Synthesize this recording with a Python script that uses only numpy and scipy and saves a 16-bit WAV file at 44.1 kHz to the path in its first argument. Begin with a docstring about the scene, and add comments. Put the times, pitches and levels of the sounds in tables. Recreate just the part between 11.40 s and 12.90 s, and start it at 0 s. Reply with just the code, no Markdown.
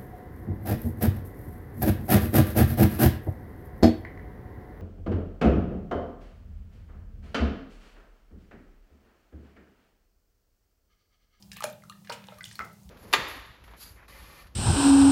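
"""Bath water laps in a tub: three small waves fold over with a splash and a plop, and drops and foam
tick between them. Each trapped bubble is a damped oscillator that rings briefly, rising in pitch.
The moving water makes the tub boom softly; the air in its hollow resonates and the hard-walled
bathroom reverberates. Low ventilation noise and a faint hiss lie underneath, and the gain dips
a little after each loud splash."""
import sys
import numpy as np
from scipy import signal
from scipy.fft import rfft, irfft
from scipy.io import wavfile
from scipy.ndimage import uniform_filter1d

SR = 44100
rng = np.random.default_rng(int(sys.argv[2]) if len(sys.argv) > 2 else 0)


def dump_mix(stems):
    """Bounce the given channels to the path in sys.argv[1] as a 16-bit WAV at rate SR."""
    frames = np.atleast_2d(stems).T  # one column per channel
    limited = np.clip(frames, -1, 1)  # hard clip at full scale
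    pcm = np.round(limited * 32767).astype(np.int16)
    wavfile.write(sys.argv[1], SR, pcm)


N = 66150

# Trapped air bubbles (time [s], pitch [Hz], level [dB], decay time [s], rise [octaves per decay time])
TRAPPED_BUBBLES = [ (.0250, 4840, -39.5, 0.001, .02), (.1315, 1746, -48.5, 0.0064, 0.0063),
                   (.1690, 1210, -43.5, 0.0018, .03), (.1755, 2800, -40, 0.0016, 0.025),
                   (.1865, 1770, -43, 0.0038, 0.019), (.2065, 1163, -29, 0.0035, 0.1),
                   (.2238, 834, -31, 0.0041, 0.053), (.2330, 7800, -42, 0.0012, 0.05),
                   (.2402, 1460, -12, 0.00061, 0.01), (.2411, 874, -23, .0018, 0.017),
                   (.2415, 605.6, -22.5, 0.0099, 0.01), (.2412, 10600, -22.5, .0007, 0.03),
                   (.2525, 2400, -33, 0.0037, .01), (.3265, 11700, -41, 0.0015, 0.027),
                   (.3310, 3530, -45.5, 0.0018, .02), (.4225, 1973, -47.5, 0.0022, 0.029),
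                   (.4370, 1300, -42, 0.0029, 0.046), (.4977, 4130, -34, 0.0011, 0.015),
                   (.4978, 2770, -38.5, 0.002, 0.013), (.4982, 1174, -39, 0.0079, 0.11),
                   (.5235, 1780, -45.5, 0.0033, 0.032), (.6725, 1670, -44.5, 0.0024, 0.028),
                   (.6962, 587, -28, 0.0037, 0.01138), (.6977, 4450, -23.5, 0.00059, 0.016),
                   (.7022, 933, -28, 0.0077, 0.031), (.7010, 1376, -30, 0.0039, 0.023),
                   (.7145, 1250, -32.5, 0.003, .03), (.7195, 2520, -34.5, 0.0032, 0.053),
                   (.8852, 3700, -38.5, 0.0011, 0.027), (.8856, 878, -38, 0.0045, 0.038),
                   (.8860, 1610, -47, 0.0014, .03), (.8850, 517, -50, 0.014, 0.0088),
                   (.9211, 1296, -42.5, 0.0037, .03), (.9217, 597, -43, 0.01, 0.024),
                   (.9860, 1136, -48, .008, 0.098), (.9868, 11000, -40.5, 0.00059, .02),
                   (1.0080, 1974, -35.5, 0.0064, 0.021), (1.0075, 1502, -37, 0.005, 0.023),
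                   (1.0330, 8340, -39, 0.0012, 0.053), (1.0410, 3510, -31, 0.0016, 0.016),
                   (1.0562, 2970, -35, 0.0024, 0.016), (1.1125, 1830, -43.5, 0.0024, 0.017),
                   (1.1285, 8400, -40.5, .0015, 0.0313), (1.1555, 4230, -38.5, 0.0032, 0.048),
                   (1.1920, 1384, -20, 0.0024, 0.076), (1.1927, 1920, -28.5, 0.0014, .02),
                   (1.2015, 1295, -28, 0.0062, 0.0077), (1.2082, 2050, -29, 0.0042, 0.0061),
                   (1.2175, 1312, -37.5, 0.023, 0.0036)]
PINCH_CYCLES, PLOP_LOW_HZ = 0.36, 374
# Wet slaps and bursting films (time [s], level [dB], centre [Hz], width [octaves], decay time [s])
SLAPS = [ (0.0249, -44.5, 4600, 0.64, 0.0037), (0.1165, -31, 3600, 0.85, 0.0041),
         (.1300, -41.5, 4900, 1.4, 0.009), (0.168, -32, 4970, 3.4, 0.0026),
         (0.2055, -24, 4420, 1.4, 0.00063), (0.2228, -28.5, 2470, 0.91, 0.003),
         (0.2352, -30.5, 2800, 1.3, 0.0057), (0.2398, -16.5, 4100, 0.88, 0.0018),
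         (0.299, -36.5, 6960, 0.83, 0.0027), (.4368, -48.5, 5660, 0.55, 0.0027),
         (0.4974, -30, 7460, 1.1, 0.00087), (0.5227, -42, 2830, 0.44, 0.0012),
         (0.6464, -49, 2260, 1.03, 0.011), (.6730, -42.5, 3000, .7, 0.0043),
         (0.6942, -35.5, 1510, 0.53, 0.011), (0.6973, -38, 13000, 1.2, 0.0013),
         (0.6983, -31, 4449, 0.25, 0.0035), (0.702, -41.5, 8600, 0.16, 0.0026),
         (0.7024, -32, 2040, 0.41, 0.0028), (.7080, -41, 530, 0.25, 0.021),
         (0.7243, -31.5, 3400, 1.01, 0.007), (0.8401, -41.5, 2530, 0.73, 0.0032),
         (0.87, -41, 4500, .8, 0.0013), (0.8855, -37, 3126, 0.22, 0.0022),
         (0.9435, -43, 4700, 0.52, 0.00089), (0.9848, -42.5, 2400, 1.2, 0.0022),
         (1.009, -42.5, 4100, .4, .003), (1.0411, -31, 4900, .6, 0.0021), (1.0515, -36, 5500, 1.2, 0.0026),
         (1.058, -39, 6500, 1.2, .002), (1.089, -46, 6500, 0.92, 0.0028),
         (1.1118, -37.5, 2930, 0.95, 0.0031), (1.121, -45, 5500, 0.35, 0.0045),
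         (1.1546, -32.5, 5760, 1.9, 0.0016), (1.1918, -26, 2150, 0.82, 0.0016),
         (1.192, -40, 11000, 1.1, 0.0023), (1.1960, -40, 670, 0.72, 0.042),
         (1.2487, -41.5, 9600, 0.96, 0.0035), (1.3315, -44, 12500, 0.53, 0.0016),
         (1.433, -48.5, 6792, 0.44, 0.0018), (1.4915, -39, 3970, 0.87, 0.0014)]
SLAP_RISE_S = 0.00014
# Clouds of small bubbles (time [s], level [dB], decay time [s], centre [Hz], width [octaves])
BUBBLE_CLOUDS = [(.160, -43.5, 0.018, 2700, .5), (0.247, -48, 0.041, 7000, 0.71),
                 (0.714, -41.5, 0.026, 3350, 1.2), (.780, -60, .09, 1750, 0.6405),
                 (0.891, -61, 0.13, 1640, 1.6), (1.040, -55, 0.15, 5230, 0.67),
                 (1.198, -54.5, 0.016, 3400, 0.62)]
CLOUD_RISE_S, FIZZ_LOW_HZ, FIZZ_HIGH_HZ = 0.005, 799, 14830
FIZZ_PER_S, FIZZ_SPREAD_DB, FIZZ_DECAY_CYCLES = 2800, 3, 2.7
# Low booms of the moving water on the tub (time [s], pitch [Hz], level [dB], decay time [s])
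TUB_BOOMS = [(0.059, 61.6, -55.5, 0.16), (.255, 123.3, -43, 0.038), (0.256, 233, -45.5, 0.045),
             (0.701, 127, -47, 0.029), (.700, 237, -52, 0.06625), (.950, 65, -55, 0.065),
             (1.059, 111, -47.5, 0.14), (1.192, 72, -38, 0.02), (1.194, 236, -48, 0.034),
             (1.196, 372.5, -43.5, 0.017), (1.445, 64.5, -41.5, 0.068)]
BOOM_RISE_S = 0.01
# Air modes of the tub (frequency [Hz], gain [dB], time to fall 60 dB [s])
TUB_MODES = [(471, 3, 0.24), (533, -10, 0.51), (602.67, -4.5, 0.45), (816, 7, 0.39), (1201, 0.5, 0.096),
             (1355, -10, 0.16), (1625, 4.5, 0.12), (2112.8, 8, 0.13), (2415, -1.5, 0.21)]
# Reflections from the tub walls (delay [s], gain [dB])
TUB_ECHOES = [(.0017, -16.5), (.0046, -19.5), (0.0107, -22.5), (0.0131, -18.5)]
# Reverberation time of the bathroom (frequency [Hz], time to fall 60 dB [s])
REVERB_TIMES = [(150, 0.15), (400, 0.53), (1040, 0.2831), (2760, 0.35), (7280, 0.17), (15000, 0.1)]
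# Colour of the reverberation (frequency [Hz], gain [dB])
REVERB_COLOUR = [(150, 16), (500, -0.5), (1200, -0.5), (2500, -1.5), (5000, -4.5), (10000, -6.5),
                 (16000, 1)]
REVERB_DB, REVERB_BUILD_S = -2.5, 0.0071
# Spectrum of the ventilation rumble (frequency [Hz], relative density [dB])
RUMBLE_SPECTRUM = [(20, -71), (40, -20), (58, -11), (88, -7.5), (112, -2), (145, -7), (175, 2), (203, -1),
                   (216, -21.5), (300, -19.5), (450, -25), (900, -22.5), (2000, -45), (4000, -83)]
RUMBLE_DB, HUM_DB, HUM_HZ, HUM_WAVER_HZ = -57, -60, 200.4, 2.92
# Spectrum of the hiss (frequency [Hz], relative density [dB])
HISS_SPECTRUM = [(100, -16), (1000, -8), (2200, 0.5), (4500, 5), (8000, 4), (15000, 4), (16500, 3)]
HISS_DB = -65.5
LOW_CUT_HZ, HIGH_CUT_HZ = 48, 16000
DUCK_ABOVE_DB, DUCK_SHARE, RELEASE_DB_PER_S = -35, 0.17, 18


def bubble(hz, decay, rise):
    """Damped oscillation: air is the spring, water the mass; the pitch climbs as it nears the surface."""
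    t = np.arange(0, 7 * decay, 1 / SR)
    cycles = np.cumsum(hz * 2 ** (rise * t / decay)) / SR
    pinch_off = 1 - np.exp(-cycles / PINCH_CYCLES)
    return pinch_off * np.exp(-t / decay) * np.sin(2 * np.pi * cycles)


def plops():
    """Bubble resonance: single bubbles ring out and, being small sources, radiate almost no bass."""
    out = np.zeros(N)
    for start, hz, db, decay, rise in TRAPPED_BUBBLES:
        add(out, start, amp(db) * bubble(hz, decay, rise))
    return highpass(out, PLOP_LOW_HZ)


def slaps():
    """Impulsive excitation: water strikes water or a film bursts, giving a brief band of noise."""
    out, t = np.zeros(N), np.arange(6000) / SR
    for start, db, hz, octaves, decay in SLAPS:
        envelope = (1 - np.exp(-t / SLAP_RISE_S)) * np.exp(-t / decay)
        burst = bandpass(envelope * rng.standard_normal(len(t)), hz, octaves)
        burst *= np.linalg.norm(envelope) / np.linalg.norm(burst)
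        add(out, start, 0.5 * amp(db) * burst)
    return out


def fizz(sizes=36):
    """Incoherent superposition: tiny bubbles stirred up by each wave ring at random times."""
    out, t = np.zeros(N), np.arange(N) / SR
    pitches = np.geomspace(FIZZ_LOW_HZ, FIZZ_HIGH_HZ, sizes)
    envelopes = np.zeros((sizes, N))
    for start, db, decay, centre, octaves in BUBBLE_CLOUDS:
        age = np.maximum(t - start, 0)
        flare = amp(db) * (1 - np.exp(-age / CLOUD_RISE_S)) * np.exp(-age / decay)
        share = np.exp(-0.5 * (np.log2(pitches / centre) / octaves) ** 2)
        envelopes += np.outer(share / np.linalg.norm(share), flare)
    for hz, envelope in zip(pitches, envelopes):
        strength = amp(FIZZ_SPREAD_DB * np.minimum(rng.exponential(1, N), 3))
        births = rng.random(N) < FIZZ_PER_S / sizes / SR
        ring = bubble(hz, decay=FIZZ_DECAY_CYCLES / hz, rise=0.024)
        out += signal.oaconvolve(envelope * unit(strength * births), ring / np.linalg.norm(ring))[:N]
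    return out


def booms():
    """Damped vibration: the moving mass of water sets the tub ringing at low frequencies."""
    out, t = np.zeros(N), np.arange(N) / SR
    for start, hz, db, decay in TUB_BOOMS:
        envelope = (1 - np.exp(-(t / BOOM_RISE_S) ** 2)) * np.exp(-t / decay)
        add(out, start, amp(db) * envelope * np.sin(2 * np.pi * hz * t))
    return out


def tub(water):
    """Reflection and cavity resonance: wall echoes and air modes add to the direct sound."""
    out = water.copy()
    for delay, db in TUB_ECHOES:
        add(out, delay, amp(db) * water)
    for hz, db, t60 in TUB_MODES:
        radius = amp(-60 / (t60 * SR))
        pole = radius * np.exp(2j * np.pi * hz / SR)
        out += amp(db) * 2 * signal.lfilter([1 - radius], [1, -pole], water).real
    return out


def bathroom(water):
    """Diffuse reverberation: hard walls return a dense tail that lasts longest in the low midrange."""
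    wash = rng.standard_normal(SR)
    for _ in range(4):  # flatten the spectrum so that no pitch booms or drops out
        spectra = signal.stft(wash, SR, nperseg=2048)[2]
        wash = signal.istft(spectra / (abs(spectra) + 1e-12), SR)[1][:SR]
    hz, t, spectra = signal.stft(wash, SR, nperseg=256)
    envelope = amp(-60 * t / curve(REVERB_TIMES, hz)[:, None])
    envelope *= 1 - np.exp(-(t / REVERB_BUILD_S) ** 2)
    spectra = spectra * envelope / np.linalg.norm(envelope, axis=1, keepdims=True)
    white_tail = signal.istft(spectra, SR)[1]
    colour = amp(curve(REVERB_COLOUR, hz))[:, None]
    tail = signal.istft(spectra * colour, SR)[1] / np.linalg.norm(white_tail)
    return amp(REVERB_DB) * signal.fftconvolve(water, tail)[:N]


def background():
    """Stationary noise: ventilation rumble, its hum under random frequency modulation, and faint hiss."""
    drift = uniform_filter1d(rng.standard_normal(N), size=3000)
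    waver = unit(uniform_filter1d(drift, size=3000))
    hum = unit(np.sin(2 * np.pi * np.cumsum(HUM_HZ + HUM_WAVER_HZ * waver) / SR))
    ventilation = amp(RUMBLE_DB) * noise(RUMBLE_SPECTRUM) + amp(HUM_DB) * hum
    return ventilation + amp(HISS_DB) * noise(HISS_SPECTRUM)


def noise(spectrum):
    """Spectral shaping: white noise takes on the given spectrum, at unit rms."""
    gain = amp(curve(spectrum, np.fft.rfftfreq(N, 1 / SR)))
    return unit(irfft(rfft(rng.standard_normal(N)) * gain, N))


def bandpass(x, hz, octaves):
    """Minimum-phase filtering: a causal response, bell-shaped on a log-frequency axis."""
    frequencies = abs(np.fft.fftfreq(1024, 1 / SR)) + 1
    log_gain = np.maximum(-0.5 * (np.log2(frequencies / hz) / octaves) ** 2, -7)
    response = np.exp(signal.hilbert(log_gain).conj())
    taps = np.fft.ifft(response).real[:512]
    return signal.fftconvolve(x, taps / np.linalg.norm(taps))


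def highpass(x, hz):
    """Fourth-order filtering: the bass falls 24 dB per octave below the cutoff."""
    return signal.sosfilt(signal.butter(4, hz, "hp", fs=SR, output="sos"), x)


def amp(db):
    """The decibel scale: level to amplitude ratio."""
    return 10 ** (np.asarray(db) / 20)


def unit(x):
    """Normalisation to an rms of one."""
    return x / np.sqrt(np.mean(x ** 2) + 1e-20)


def curve(points, hz):
    """Interpolation of a table on a log-frequency axis."""
    frequencies, values = np.transpose(points)
    return np.interp(np.log(hz + 1), np.log(frequencies + 1), values)


def add(mix, start, sound):
    """Superposition: a sound joins the mix at its start time in seconds."""
    part = mix[round(start * SR):][:len(sound)]
    part += sound[:len(part)]


def scene():
    """Source and filter: the water excites tub and room, and the booms and background add to them."""
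    water = plops() + slaps() + fizz()
    return (tub(water) + bathroom(water) + booms() + background())[None]


def record(dry):
    """Compression between two band limits: the gain dips after loud splashes and recovers slowly."""
    sound = highpass(dry[0], LOW_CUT_HZ)
    power_db = 10 * np.log10(abs(uniform_filter1d(sound ** 2, size=300)) + 1e-12)
    release_db = RELEASE_DB_PER_S * np.arange(N) / SR
    held_db = np.maximum.accumulate(power_db + release_db) - release_db  # each peak sinks steadily
    excess_db = np.maximum(held_db - DUCK_ABOVE_DB, 0)
    lagged_db = signal.lfilter([0.002], [1, -0.998], excess_db)  # time constant of 11 ms
    ducked = sound * amp(-DUCK_SHARE * lagged_db)
    lowpass = signal.firwin(511, HIGH_CUT_HZ, window=("kaiser", 9), fs=SR)
    return signal.oaconvolve(ducked, lowpass, "same")[None]


dry = scene()
out = record(dry)
dump_mix(out)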